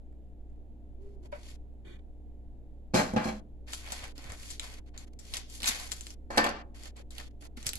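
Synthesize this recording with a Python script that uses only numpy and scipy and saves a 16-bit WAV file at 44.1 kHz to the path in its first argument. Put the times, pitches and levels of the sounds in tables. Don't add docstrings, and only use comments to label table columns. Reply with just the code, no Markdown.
import sys
import numpy as np
from scipy import signal
from scipy.fft import rfft, irfft
from scipy.io import wavfile
from scipy.ndimage import uniform_filter1d

SR = 44100
rng = np.random.default_rng(int(sys.argv[2]) if len(sys.argv) > 2 else 0)


def to_linear_factor(level_db):
    exponent = np.asarray(level_db, float) / 20
    return 10 ** exponent


def wav_out(sig):
    wavfile.write(sys.argv[1], SR, np.round(np.clip(np.atleast_2d(sig).T, -1, 1) * 32767).astype(np.int16))


N = 343098
T = np.arange(N) / SR

# from t/s, to t/s
OPEN_SPANS = [(.12, .135), (.495, .505), (.555, .565), (1.0, 1.16), (1.223, 1.279), (1.315, 1.566),
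              (1.844, 1.975), (1.985, 2.003), (2.933, 3.405), (3.664, 4.127), (4.15, 4.8), (4.857, 4.9),
              (4.937, 5.055), (5.066, 5.09), (5.127, 5.143), (5.188, 6.15), (6.300, 6.628), (6.741, 6.915),
              (6.955, 7.028), (7.103, 7.290), (7.305, 7.318), (7.402, 7.480), (7.563, 7.8)]


def along(table, hz):
    return np.interp(np.log(hz + 1), np.log(np.array(table)[:, 0]), np.array(table)[:, 1])


def colour(x, table, size=2048):
    cepstrum = irfft(along(table, np.fft.rfftfreq(size, 1 / SR)) * np.log(10) / 20)
    cepstrum[1:size // 2] *= 2
    cepstrum[size // 2 + 1:] = 0
    return signal.oaconvolve(x, irfft(np.exp(rfft(cepstrum))))[:N]


def band(x, lo_hz, hi_hz, order=2):
    sections = signal.butter(order, [lo_hz, min(hi_hz, SR / 2.1)], "band", fs=SR, output="sos")
    return signal.sosfilt(sections, x)


def unit(x):
    return x / np.sqrt(np.mean(x ** 2))


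def curve(table, col, t=T):
    rows = np.array(table)
    return np.interp(t, rows[:, 0], rows[:, col]), (t >= rows[0, 0]) & (t <= rows[-1, 0])


def swells(rows, t, tilt=0, size=32):
    s, db, rise, fall, last = np.array(rows).T[:, :, None]
    now = t[::size]
    below_peak_db = 10 * np.maximum((s - now) / rise, (now - s) / fall)
    power = to_linear_factor(2 * (db + tilt * last - below_peak_db)).sum(axis=0)
    return np.interp(t, now, np.sqrt(power))


def ring(x, modes):
    t = T[:SR // 2]
    answer = sum(to_linear_factor(db - 60 * t / t60) * np.sin(2 * np.pi * hz * t) for hz, db, t60 in modes)
    return signal.oaconvolve(x, answer)[:len(x)]


def grains(per_s, scatter_db, size=N):
    when, sign, luck = rng.random((3, size))
    size_steps = np.minimum(-np.log(luck + 1e-9), 3.0)
    return (when < per_s / SR) * np.sign(sign - .5) * to_linear_factor(scatter_db * size_steps)


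def correlated(like, mid, side):
    return np.sqrt(1 + like) * mid + np.sqrt(1 - like) * side * np.array([[1], [-1]])


def fridge():
    # f/Hz, level/dB
    hum_lines = [(22, -52.5), (59.2, -49.5), (118.4, -67.5), (183.0, -72), (236.9, -67.5), (296.1, -68),
                 (570.6, -80.5), (710.6, -80), (3607, -105), (6923, -110)]
    # f/Hz, level/dB per Hz
    air_spectrum = [(4, 9.5), (16, 5.5), (30, 0.5), (50, -8.5), (100, -5), (150, -15.5), (280, -12),
                    (400, -16), (850, -29.5), (1150, -45), (1700, -45.5), (3500, -49.5), (5500, -58.5),
                    (7200, -54), (8400, -58.5), (15500, -59.5)]
    # f/Hz, likeness/1
    air_likeness = [(60, 0.44), (300, 0.58), (700, 0.87), (1400, 0.11)]
    air_db = -51
    hz = np.fft.rfftfreq(N, 1 / SR)
    like = np.clip(along(air_likeness, hz), 0, 1)
    mid, side = rfft(rng.standard_normal((2, N))) * to_linear_factor(along(air_spectrum, hz)) * (hz > 1)
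    air = irfft(correlated(like, mid, side), N)
    skew = np.array([[.22], [-.22]])
    knots, hum = np.arange(N // 2000), 0
    for f, db in hum_lines:
        waver_db = 1.5 * np.interp(T * 9, knots, rng.standard_normal(len(knots)))
        hum = hum + to_linear_factor(db + waver_db) * np.sin(2 * np.pi * f * T + rng.uniform(0, 2 * np.pi) + skew)
    return to_linear_factor(air_db) * unit(air) + np.sqrt(2) * hum * to_linear_factor(np.array([[-.6], [.6]]))


def bumps(t60=0.044):
    # t/s, peak level/dB, f/Hz
    counter_bumps = [(3.885, -44, 700), (3.922, -35, 720), (4.037, -40, 81), (4.18, -42, 290),
                     (4.254, -40, 134), (4.295, -33, 81.6), (4.315, -40, 80.7), (5.364, -47, 80.7),
                     (5.631, -41, 226), (5.688, -38, 234), (6.304, -37, 560), (6.868, -50, 82.5),
                     (6.999, -45, 500), (7.2, -62, 80), (7.574, -39, 236), (7.663, -32, 110),
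                     (7.756, -36.5, 82.4)]
    out, t = np.zeros(N + SR), T[:SR // 4]
    for s, db, hz in counter_bumps:
        out[int(s * SR):][:len(t)] += to_linear_factor(db - 1 - 60 * t / t60) * np.sin(2 * np.pi * hz * t)
    return out[:N]


def drag():
    # t/s, level/dB
    friction = [
        (1.84, -73),
        (1.848, -64),
        (1.874, -59),
        (1.936, -61),
        (2.002, -70),
        (2.01, -86),
    ]
    # f/Hz, level/dB, T60/s
    base_modes = [(360, 1.5, 0.057), (1950, -1, 0.014), (2350, 2, 0.012), (3330, 8, 0.011),
                  (4330, -12, 0.0093), (7150, -15, 0.0036)]
    (db, on), grit = curve(friction, 1), rng.standard_normal(N)
    return on * to_linear_factor(db - 0.5) * (unit(ring(grit, base_modes)) + 0.3 * band(grit, 1600, 10000))


def tap():
    # f/Hz, level/dB, T60/s
    filled_modes = [(596, 0, 0.07), (955, -12, 0.14), (1170, -24, .12), (1314, -22, 0.12),
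                    (1500, -10, 0.07), (1884, -26, .1), (2223, -24, .1), (2353, -16, 0.06),
                    (2955, -28, 0.06), (3750, -18, .05), (4592, -16, .06), (5530, -18, .04)]
    tap_s, peak_db, rebound_s = 1.326, -33, .024
    push = np.zeros(N)
    push[int(tap_s * SR):][:12] = np.hanning(12)
    push[int((tap_s + rebound_s) * SR):][:6] = to_linear_factor(-9.0) * np.hanning(6)
    knock = band(ring(push, filled_modes), 520, 7000)
    return to_linear_factor(peak_db) * knock / np.abs(knock).max()


def sing():
    # t/s, f/Hz, level/dB
    glide = [
        (.99, 370, -66),
        (1.03, 397, -56),
        (1.14, 405, -62),
        (1.234, 362, -57),
        (1.27, 347, -73),
    ]
    hz, on = curve(glide, 1)
    wobble, drift = (unit(uniform_filter1d(rng.standard_normal(N), 400)) for _ in range(2))
    phase = 2 * np.pi * np.cumsum(hz * (1 + .012 * drift)) / SR
    tone = (1 + 0.55 * wobble) * np.sin(phase)
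    splash = swells([(1.255, -66, .05, .03, 0)], T) * unit(band(grains(700, 3.1), 480, 900))
    return on * np.sqrt(2) * to_linear_factor(curve(glide, 2)[0] - 1.5) * tone + splash


def dropped(blows, rattle, modes, push_s, ring_db, rumble_db, size=512):
    out, start = np.zeros(N), int(min(blows[0][0], rattle[0][0]) * SR)
    push, crack, t = np.zeros(SR), np.zeros(SR), T[:size]
    for (s, db, crack_db), noise in zip(blows, rng.standard_normal((len(blows), size))):
        at = int(s * SR) - start
        push[at:][:size] += to_linear_factor(db) * unit(t * np.exp(-t / push_s)) * np.sqrt(1 / size)
        crack[at:][:size] += to_linear_factor(db + crack_db) * noise * np.exp(-t / .0015)
    chatter, now = unit(grains(900, 2.45, size=SR)), T[start:start + SR]

    def rung(x):
        return band(ring(x, modes), 150, 16000)

    body = unit(rung(chatter)) * to_linear_factor(ring_db) + unit(band(chatter, 165, 1905)) * to_linear_factor(rumble_db)
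    treble = unit(band(chatter, 1600, 7000, order=1)) * to_linear_factor(-4.5)
    shudder = swells(rattle, now) * body + swells(rattle, now, 1) * treble
    struck = rung(push + 0.47 * crack) * to_linear_factor(-27)
    out[start:start + SR] = struck + band(crack, 2200, 11000) + shudder
    return out


def pot():
    # t/s, peak level/dB, crack minus peak level/dB
    pot_blows = [
        (2.937, -22, -22),
        (2.943, -11, -16.5),
        (2.954, -16.5, -21.5),
        (3.136, -19, -24),
        (3.1625, -13, -21),
        (3.256, -20, -30),
        (3.284, -24.5, -13),
    ]
    # peak t/s, level/dB, swell t/s per 10 dB, fade t/s per 10 dB, treble minus level/dB
    pot_rattle = [
        (2.944, -27, .003, .055, 0),
        (2.995, -23, .06, .05, -10),
        (3.164, -26, .002, .055, -21),
        (3.24, -41, .004, .07, -1),
        (3.287, -35, .12, .04, -11),
    ]
    # f/Hz, level/dB, T60/s
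    pot_modes = [(62.1, -1, 0.25), (173, -3, 0.1), (218, 5, 0.075), (290, -3, .07), (365, -3, 0.093),
                 (515, -3.5, .15), (640, -2, .12), (782, -8, 0.12), (846, -3, 0.1), (1027, -14.5, 0.2),
                 (1531, -18.5, .3), (2020, -24, .08)]
    return dropped(pot_blows, pot_rattle, pot_modes, push_s=.0003, ring_db=-12, rumble_db=-7)


def buzz():
    # peak t/s, level/dB, swell t/s per 10 dB, fade t/s per 10 dB, tilt level/dB
    chatters = [
        (2.948, -41, .002, .04, 0),
        (2.99, -41, .03, .02, 0),
        (3.245, -52, .006, .04, 0),
        (3.292, -47, .02, .015, 0),
    ]
    # f/Hz, level/dB, T60/s
    handle_modes = [(2330, -3, .04), (2480, -4, .05), (3280, -3, .03), (4110, -1, .03), (5500, -10, .03)]
    out, start = np.zeros(N), int((chatters[0][0] - .02) * SR)
    handle = unit(ring(grains(800, 2.5, size=SR), handle_modes))
    out[start:start + SR] = swells(chatters, T[start:start + SR]) * handle
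    return out


def knife():
    # t/s, peak level/dB, crack minus peak level/dB
    knife_blows = [
        (6.304, -26, -15),
        (6.374, -12, -6),
        (6.378, -10, -13),
        (6.409, -24, -11),
        (6.44, -19, -21),
        (6.463, -17.5, -15),
    ]
    # peak t/s, level/dB, swell t/s per 10 dB, fade t/s per 10 dB, treble minus level/dB
    knife_rattle = [
        (6.302, -43, .002, .06, -2),
        (6.38, -21, .004, .04, -13.5),
        (6.472, -30, .1, .04, -21),
        (6.55, -44, .05, .1, -30),
    ]
    # f/Hz, level/dB, T60/s
    knife_modes = [(63, -6, .15), (226, -11, 0.13), (374, -6.5, 0.084), (605, -8.5, 0.098),
                   (711, -2.5, 0.07), (862, 0.5, .06), (1018, 2.5, 0.046), (1170, -4.5, 0.18),
                   (1552, 0, 0.062), (1771, 0.5, .17), (1850, -3.5, 0.055), (2487, -18, .08),
                   (4517, 4, 0.012)]
    return dropped(knife_blows, knife_rattle, knife_modes, push_s=.0001, ring_db=-16.5, rumble_db=-5.5)


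def rip():
    # t/s, level/dB
    tear = [
        (5.664, -44.5),
        (5.672, -28),
        (5.69, -26),
        (5.7, -42.5),
        (5.72, -46),
    ]
    db, on = curve(tear, 1)
    return on * to_linear_factor(db) * unit(band(grains(6000, 2.8), 2800, 17000, order=1))


def rustle(count):
    # peak t/s, level/dB, swell t/s per 10 dB, fade t/s per 10 dB, crispness level/dB
    shifts = [
        (1.016, -82, .02, .15, -3),
        (1.262, -68, .035, .012, -6),
        (1.316, -66, .003, .008, 4),
        (1.325, -63, .006, .06, -18),
        (1.486, -58.5, .12, .13, -3),
    ]
    # peak t/s, level/dB, swell t/s per 10 dB, fade t/s per 10
    # dB, crispness level/dB
    sachet_moves = [(3.68, -54, .01, .1, -8), (3.74, -49, .03, .06, 3), (3.925, -46, .1, .09, -7),
                    (4.035, -48, .035, .035, -11), (4.19, -60, .015, .1, -10), (4.3, -56, .08, .08, -14),
                    (4.53, -51, .25, .03, -1), (4.626, -48.5, .012, .13, -7), (4.94, -65, .004, .1, -14),
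                    (4.982, -57, .005, .055, -2), (5.323, -55, .12, .04, -2), (5.342, -41, .008, .045, -6),
                    (5.5, -57, .008, .1, -1), (5.555, -50, .04, .04, 0), (5.661, -34, .026, .11, -5),
                    (5.825, -50, .05, .03, -10), (5.917, -40, .006, .016, -3), (5.96, -57, .03, .2, 0),
                    (6.11, -61, .1, .02, 0),
                    (6.746, -60, .008, .09, -4),
        (6.872, -54, .08, .02, -5),
        (6.976, -57, .02, .06, -8),
        (7.106, -57, .01, .14, -3),
        (7.186, -50, .022, .055, -6),
        (7.41, -64, .008, .1, -1),
        (7.46, -59, .03, .015, -3),
        (7.568, -55, .006, .17, -5),
        (7.666, -33.5, .004, .012, -1),
        (7.78, -52, .025, .05, -2),
    ]
    hand_db, hand_per_crisp = -9, -1.3
    wander_db, wander_per_s = 2.5, 14
    slips = np.array([unit(grains(400, 4.4)) + 0.55 * rng.standard_normal(N) for _ in range(count)])
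    moves = shifts + sachet_moves
    moving = sum((T > a) & (T < b) for a, b in OPEN_SPANS)
    mid, sheen = swells(moves, T), swells(moves, T, 1)
    hand = to_linear_factor(hand_db) * swells(moves, T, hand_per_crisp)
    limp = to_linear_factor(-8.5) * swells(moves, T, -.9)
    steps = np.arange(N // 1000) / wander_per_s

    def bend():
        wander = [np.interp(T[::64], steps, rng.standard_normal(len(steps))) for _ in slips]
        return to_linear_factor(wander_db * np.array(wander)).repeat(64, axis=1)[:, :N]

    body = to_linear_factor(-6) * hand * unit(band(slips, 510, 1070))
    body -= limp * bend() * unit(band(slips, 1500, 2600))
    body += to_linear_factor(-2.5) * mid * bend() * unit(band(slips, 2600, 4900))
    body -= to_linear_factor(5.5) * sheen * bend() * unit(band(slips, 5600, 13000))
    return to_linear_factor(-12.5) * moving * body


def snaps(size=2048):
    # t/s, peak level/dB, centre f/Hz, left minus right
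    # level/dB
    creases = [(3.6871, -41, 1890, -7), (3.733, -18.5, 2500, 3), (3.8626, -36, 2670, -5),
               (3.9201, -17.5, 6800, 1), (3.922, -26, 1000, 0), (4.0395, -32.5, 2690, 2),
               (4.0786, -34, 2260, -5), (4.179, -33, 4330, -10.5), (4.2407, -37, 1770, 3),
               (4.3195, -26, 2000, 0), (4.3979, -39, 6070, -3), (4.432, -36, 2870, 1),
               (4.5025, -27, 7500, 3), (4.5955, -21, 3500, 3), (4.9762, -30, 6460, -5),
               (5.1893, -27, 7650, 2.5), (5.3372, -18, 7360, 3), (5.3683, -19, 6100, 1),
                (5.602, -27, 3180, 3), (5.6194, -30, 6200, -17), (5.6305, -17, 3260, 4),
                (5.6423, -18.5, 3520, -9), (5.6574, -16, 7380, -.5), (5.7982, -24, 5120, -2),
                (5.9171, -18, 7440, 6), (6.008, -27, 7350, 4), (6.067, -28, 4180, 3.5),
                (6.1035, -32, 4650, 0),
               (6.834, -33.5, 6080, -4), (6.8557, -33.5, 2510, -9), (6.9652, -41.5, 6600, -3),
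              (7.1053, -31, 7260, 5), (7.1813, -26, 3430, -10), (7.1989, -30, 1760, 10.5),
              (7.4219, -42, 1870, -10), (7.451, -43, 2430, -12), (7.5725, -38, 2250, -5.5),
              (7.6275, -35, 6600, -14), (7.6457, -39, 1730, -9), (7.6574, -35, 3620, 1),
              (7.6666, -17.5, 8100, -24.5), (7.67, -32, 1850, -6), (7.68, -22, 7800, -14),
              (7.6904, -20, 7440, -17), (7.7325, -27, 7800, -22), (7.7545, -23, 10000, -16)]
    # t/s, peak level/dB
    ticks = [(.1248, -62), (.4994, -59), (.5594, -59), (1.024, -65), (1.0694, -64), (4.864, -65),
             (4.8833, -57.5), (5.0759, -58), (5.1334, -55), (7.308, -71)]
    # t/s, peak level/dB, centre f/Hz, t/ms, left minus right level/dB
    runs = [(3.722, -38, 6000, 3, 0), (3.924, -30, 7400, 8, 2), (4.221, -44, 7400, 2, 0),
            (4.294, -42, 7500, 5, 0), (4.504, -30, 7400, 7, 3), (4.612, -38, 2600, 3, 0),
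            (4.717, -40, 6500, 2, 0), (4.737, -41, 3500, 3, 0), (5.252, -45, 7500, 3, 2),
            (5.341, -30, 5000, 5, 3), (5.371, -32, 7400, 5, 2), (5.4965, -43, 7140, 4, 2.5),
            (5.758, -36, 4500, 2, 0), (5.921, -28, 4200, 4, 4), (6.216, -62, 6000, 1, 0),
            (6.364, -33, 9000, 3, 0), (6.3785, -12, 4600, 2.5, 0), (6.441, -20, 2500, 4, 0),
            (6.465, -30, 3800, 5, 0), (6.49, -28, 4500, 2, 0)]
    snap_ms, tick_hz = .7, 1750
    thud_db, thud_share, thud_db_per_octave = -46, .3, -5
    out, t = np.zeros((2, N + size)), T[:size]
    rows = [(s, db, hz, snap_ms, pan) for s, db, hz, pan in creases]
    rows += [(s, db, tick_hz, snap_ms, 0) for s, db in ticks] + runs
    for (s, db, hz, ms, pan_db), noise in zip(rows, rng.standard_normal((len(rows), size))):
        burst = (noise + 2.5 * (t == 0)) * np.exp(-t * 1000 / ms)
        crack = band(burst, hz * 0.85, hz * 1.25, order=1) + 0.55 * band(burst, 1800, 17000)
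        thud = band(noise * np.exp(-t / 0.009), 200, 1800)
        low_db = thud_db + thud_share * (db + 30) + thud_db_per_octave * np.log2(hz / 2000) - db
        one = crack / np.abs(crack).max() + to_linear_factor(np.minimum(low_db, -6)) * thud / np.abs(thud).max()
        level_db = db + np.array([[pan_db], [-pan_db]]) / 2
        out[:, int((s + .0008) * SR):][:, :size] += to_linear_factor(level_db) * one
    return out[:, :N]


def room(x, lag, early_db, late_db, early_t60=0.034):
    # f/Hz, T60/s
    room_t60 = [(100, 0.5), (500, 0.43), (1500, 0.23), (4000, 0.42), (10000, 0.068)]
    # f/Hz, likeness/1
    wall_likeness = [(100, 0.85), (250, 1), (600, 0.14), (1200, .01)]
    x, t, tail = x * np.ones((2, 1)), T[:SR // 3], 0
    early = to_linear_factor(early_db) * unit(to_linear_factor(-60 * t / early_t60))
    for hz in 63 * 2. ** np.arange(9):
        like = np.clip(along(wall_likeness, hz), 0, 1)
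        mid, side = band(rng.standard_normal((2, len(t))), hz / np.sqrt(2), hz * np.sqrt(2))
        late = to_linear_factor(late_db) * unit(to_linear_factor(-60 * t / along(room_t60, hz)))
        tail = tail + correlated(like, mid, side) * (early + late)
    wet = signal.oaconvolve(x.mean(axis=0)[None], tail / np.sqrt(2 * len(t)), axes=1)[:, :N]
    return wet + np.array([np.roll(x[0], lag), x[1]])


def suppress(x, shut_db, edge_hz, slew_s, linger_s=0.042):
    is_open = sum(np.clip(np.minimum(T - a, b - T) / slew_s + .5, 0, 1) for a, b in OPEN_SPANS)
    low = signal.sosfiltfilt(signal.butter(2, edge_hz, fs=SR, output="sos"), x)
    middle = signal.sosfiltfilt(signal.butter(2, 2200, fs=SR, output="sos"), x) - low
    share = 1 / (linger_s * SR)
    lingering = signal.lfilter([share], [1, share - 1], is_open)
    gain = to_linear_factor(shut_db * (1 - np.clip([np.maximum(is_open, lingering), is_open], 0, 1)))
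    return low + middle * gain[0] + (x - low - middle) * gain[1]


def scene():
    lags = 19, 28, 41, -3
    # f/Hz, level/dB
    left_port = [(1000, 1.5), (2500, 0), (6000, 2), (7400, 4), (8600, -5), (10300, -31), (12500, -23.5),
                 (15000, -24)]
    right_port = [(1000, 1.5), (2500, 0.5), (6000, -0.5), (7400, -10.5), (8600, -10), (11000, 1),
                  (13000, -10.5), (15000, -17)]
    heard = room(to_linear_factor(1.5) * snaps(), lags[0], early_db=-6.5, late_db=-7)
    heard += room(to_linear_factor(3.5) * (drag() + rip()), lags[1], early_db=-2.5, late_db=-10)
    for part, lag in zip(rustle(count=3), lags):
        heard += room(part, lag, early_db=4, late_db=-8)
    for lag in lags[0], lags[3]:
        heard += room(to_linear_factor(-4.2) * (pot() + knife() + buzz()), lag, early_db=1.5, late_db=-4)
    heard += room(tap() + sing() + bumps(), lags[0], early_db=-6, late_db=-12)
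    ports = np.array([colour(heard[0], left_port), colour(heard[1], right_port)])
    return suppress(ports, shut_db=-32, edge_hz=870, slew_s=0.014) + fridge()


def top_cut(x):
    return signal.sosfilt(signal.butter(12, 16480, fs=SR, output="sos"), x)


def record(dry):
    mix = signal.sosfilt(signal.ellip(8, .2, 26, 15380, fs=SR, output="sos"), dry)
    return top_cut(mix)


dry = scene()
out = record(dry)
wav_out(out)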